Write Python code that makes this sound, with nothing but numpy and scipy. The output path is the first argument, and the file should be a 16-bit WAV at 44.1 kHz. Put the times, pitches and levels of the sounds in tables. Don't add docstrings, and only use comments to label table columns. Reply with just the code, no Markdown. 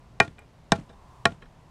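import sys
import numpy as np
from scipy import signal
from scipy.fft import rfft, irfft
from scipy.io import wavfile
from scipy.ndimage import uniform_filter1d, minimum_filter1d

SR = 44100
rng = np.random.default_rng(int(sys.argv[2]) if len(sys.argv) > 2 else 0)


def master(y):
    cut = np.clip(np.atleast_2d(y).T, -1, 1)
    pcm = np.round(cut * 32767)
    wavfile.write(sys.argv[1], SR, pcm.astype(np.int16))


N = 74970
T = np.arange(N) / SR
HZ = np.fft.rfftfreq(N, 1 / SR)

# (time [s], ring [dB], ring tilt [dB/octave], ring length [factor], place along branch [0-1],
#  pitch [factor], bite [dB], bite tilt [dB/octave], crunch [dB], thud [dB], scatter length [factor],
#  echo delay [s], echo level [dB])
CHOPS = [(0.2008, 2, 1.1, 1.05, .09, 1.001, -2.5, 1.5, -0.5, 0, 0.68, 0.18, -41.5),
         (0.7194, 1, -3.5, 0.82, .202, 0.98, 2, 6.5, -2, 1.5, 0.76, .172, -40),
         (1.254, 2.5, -0.5, 0.73, .266, .998, -2, -12.5, -3, -2, 0.62, .165, -39)]
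# (time [s], low knock [dB], tick [dB])
REBOUNDS = [(.277, -16.5, -40.5), (0.785, -10.5, -52), (0.81, -19, -65), (1.289, -15, -44.5),
            (1.319, -18, -41)]
# (frequency [Hz], level [dB], t60 before length factor [s])
BRANCH_MODES = [(195, -31, 0.081), (406, -19.5, .075), (486, -26, 0.11), (678.7, -21.5, 0.12),
                (841, -17, .075), (937, -29.5, 0.067), (1106, -18.5, 0.069), (1403, -23, 0.12),
                (1473, -21, .048), (1574.6, -22, 0.053), (1863, -19.5, 0.069), (2085, -38, 0.055),
                (2415.5, -13.5, 0.056), (2986, -24, .036)]
# (frequency [Hz], level [dB], t60 [s])
EDGE_MODES = [(3165, -17.5, .014), (3962, -10, 0.01), (5294, -15, .014), (6370, -18.5, 0.011),
              (8335, -25, 0.003)]
# (frequency [Hz], level [dB], t60 [s])
LOG_MODES = [(86.4, -31.5, .2), (131, -21, 0.097), (178, -16.5, 0.049), (275.4, -16.5, 0.022)]
# (frequency [Hz], level [dB])
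BITE_SPECTRUM = [(500, -17.5), (2700, -10.5), (3600, 5.5), (4500, -2), (5500, -6), (8500, -10),
                 (10500, -25), (13000, -35.5), (16000, -42)]
CRUNCH_SPECTRUM = [(40, -34), (100, -10.5), (260, -6), (350, -12.5), (560, -8.5), (820, 6), (1000, -5),
                   (1750, 1), (2100, -16), (2450, -3.5), (2750, -24), (6000, -35.5), (12000, -63.5)]
SCATTER_SPECTRUM = [(50, -20), (90, 3.5), (200, 13.5), (400, 8), (1000, 2), (2200, -8), (4000, -9),
                    (8000, -22), (10500, -31.5), (12000, -41), (16000, -60)]
ECHO_SPECTRUM = [(100, -8), (400, 5.5), (800, -0.5), (2000, -1), (3500, -2), (6000, -11), (10000, -7.5)]
CHIP_SPECTRUM = [(1000, -25), (4000, -22), (7000, -4), (8000, 10), (9000, -5), (11500, 2), (13000, -20),
                 (16000, -28)]
BARK_SPECTRUM = [(200, 18), (1000, 12.5), (4000, 6), (10000, -42), (14000, -48)]
AIR_SPECTRUM = [(15, -24.5), (25, -2), (123, -9.5), (200, -14.5), (277, -15), (309, -21), (335, -19),
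                (489, -20.5), (714, -19.5), (1400, -29), (2350, -33), (6050, -41.5), (8140, -45),
                (12500, -53.5), (16000, -68.5)]
WHIR_SPECTRUM = [(300, -30), (700, -9.5), (900, 0.5), (1030, 4.5), (1250, -7), (1700, -23), (4000, -25),
                 (8000, -28), (12000, -36.5), (16000, -45)]
# (frequency [Hz], t60 [s])
SCATTER_T60 = [(80, 0.92), (200, 0.27), (600, 0.24), (2000, 0.33), (5000, 0.27), (11000, 0.47)]
# (frequency [Hz], level [dB])
HUM_BANDS = [(62, -62), (122, -61.5), (158, -66.5)]
# (time [s], level [dB])
WHIR_LEVEL = [(0, -68.5), (.7, -73.5), (.95, -61.5), (1.15, -56.5), (1.24, -58), (1.4, -67.5), (1.7, -65.5)]

AIR_DB, HUM_WIDTH_HZ = -54, 3.5
SCATTER_DB, SCATTER_RISE_S = -29, 0.006
SCATTER_LUMP_DB, SCATTER_LUMP_HZ = 3, 120
ECHO_RISE_S, ECHO_HOLD_S, ECHO_T60_S = 0.00067, 0.0022, 0.064
FAR_LAG_S, FAR_DB = 0.035, -9.5
CHIP_S, CHIP_DB = 0.391, -57
BITE_DB, BITE_RISE_S, BITE_HOLD_S, BITE_T60_S = -14.5, 0.00089, 0.00061, 0.016
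EDGE_PIVOT_HZ = 4820
CRUNCH_DB, CRUNCH_RISE_S, CRUNCH_HOLD_S, CRUNCH_T60_S = -9, 0.0013, 0.0035, 0.012
CRUNCH_PIVOT_HZ = 604
SINK_S, RING_RISE_S = 0.0005, 0.0013
PLACE_DB = 4
CEILING, BAND_LIMIT_HZ = 1.0, 16100


def amp(db):
    return 10 ** (np.asarray(db) / 20)


def unit(x):
    return x / np.sqrt(np.mean(x ** 2) + 1e-20)


def read(points, hz):
    table_hz, value = np.transpose(points)
    return np.interp(np.log(hz + 1), np.log(table_hz + 1), value)


def add(mix, time_s, sound):
    part = mix[max(round(time_s * SR), 0):]
    part += sound[:len(part)]


def fade(t_s, t60_s):
    return np.exp(-np.log(1000) * t_s / t60_s)


def noise(gain):
    return unit(irfft(rfft(rng.standard_normal(N)) * gain, N))


def coloured_noise(spectrum):
    return noise(amp(read(spectrum, HZ)))


def band(hz, width_hz):
    return noise(1 / (1 + ((HZ - hz) / width_hz) ** 2) ** 2)


def burst(spectrum, rise_s, hold_s, t60_s):
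    envelope = np.minimum(T / rise_s, 1) * fade(np.maximum(T - hold_s, 0), t60_s)
    envelope_rms = np.sqrt(np.mean(envelope ** 2))
    return unit(coloured_noise(spectrum) * envelope) * envelope_rms


def ring(modes, tilt_db=0, length=1, place=0, pitch=1, place_db=0, pivot_hz=1000):
    out = np.zeros(N)
    for k, (hz, db, t60_s) in enumerate(modes):
        tilt = tilt_db * np.log2(hz / pivot_hz)
        place_weight = place_db * np.cos(2 * np.pi * place * (k + 1))
        mode = fade(T, t60_s * length) * np.sin(2 * np.pi * hz * pitch * T)
        out += (-1) ** k * amp(db + tilt + place_weight) * mode
    return out


def air():
    return amp(AIR_DB) * coloured_noise(AIR_SPECTRUM)


def hum():
    return sum(amp(db) * band(hz, HUM_WIDTH_HZ) for hz, db in HUM_BANDS)


def whir():
    level_db = np.interp(T, *np.transpose(WHIR_LEVEL))
    return amp(level_db) * coloured_noise(WHIR_SPECTRUM)


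def scatter(length):
    hz, t_s, bands = signal.stft(coloured_noise(SCATTER_SPECTRUM), SR, nperseg=256)
    t60_s = length * read(SCATTER_T60, hz)[:, None]
    tail = signal.istft(bands * fade(t_s, t60_s), SR)[1][:N]
    lumps_db = SCATTER_LUMP_DB * band(0, SCATTER_LUMP_HZ)
    return amp(SCATTER_DB + lumps_db) * np.minimum(T / SCATTER_RISE_S, 1) * tail


def reflect(x):
    path = burst(ECHO_SPECTRUM, ECHO_RISE_S, ECHO_HOLD_S, ECHO_T60_S)
    return signal.fftconvolve(x, path / np.linalg.norm(path))[:N]


def echo(x):
    out = reflect(x)
    add(out, FAR_LAG_S, amp(FAR_DB) * reflect(x))
    return out


def chip():
    return amp(CHIP_DB) * burst(CHIP_SPECTRUM, rise_s=0.00046, hold_s=0.0013, t60_s=0.021)


def rebound(knock_db, tick_db):
    tick = burst(BARK_SPECTRUM, rise_s=0.0028, hold_s=0.0017, t60_s=0.023)
    return amp(knock_db) * ring(LOG_MODES) + amp(tick_db) * tick


def bite(level_db, tilt_db):
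    edge = ring(EDGE_MODES, tilt_db, pivot_hz=EDGE_PIVOT_HZ) * np.minimum(T / BITE_RISE_S, 1)
    cut = amp(BITE_DB) * burst(BITE_SPECTRUM, BITE_RISE_S, BITE_HOLD_S, BITE_T60_S)
    return amp(level_db) * (edge + cut)


def crunch(level_db, tilt_db):
    spectrum = [(hz, db + tilt_db * max(np.log2(hz / CRUNCH_PIVOT_HZ), 0)) for hz, db in CRUNCH_SPECTRUM]
    return amp(CRUNCH_DB + level_db) * burst(spectrum, CRUNCH_RISE_S, CRUNCH_HOLD_S, CRUNCH_T60_S)


def chop(ring_db, tilt_db, length, place, pitch, bite_db, bite_tilt_db, crunch_db, thud_db):
    branch = amp(ring_db) * ring(BRANCH_MODES, tilt_db, length, place, pitch, PLACE_DB)
    thud = amp(thud_db) * ring(LOG_MODES)
    wood = (branch + thud) * np.minimum(T / RING_RISE_S, 1)
    out = bite(bite_db, bite_tilt_db)
    add(out, SINK_S, crunch(crunch_db, tilt_db) + wood)
    return out


def scene():
    mix = air() + hum() + whir()
    for time_s, *blow, scatter_length, echo_delay_s, echo_db in CHOPS:
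        sound = chop(*blow)
        add(mix, time_s, sound + scatter(scatter_length))
        add(mix, time_s + echo_delay_s, amp(echo_db) * echo(sound))
    for time_s, knock_db, tick_db in REBOUNDS:
        add(mix, time_s, rebound(knock_db, tick_db))
    add(mix, CHIP_S, chip())
    return mix[None]


def record(dry):
    allowed_gain = np.minimum(CEILING / (abs(dry) + 1e-9), 1)
    limiter_gain = uniform_filter1d(minimum_filter1d(allowed_gain, size=45), size=23)
    low_pass = signal.firwin(511, BAND_LIMIT_HZ, window=("kaiser", 9), fs=SR)
    return signal.oaconvolve(dry * limiter_gain, low_pass[None], "same")


dry = scene()
out = record(dry)
master(out)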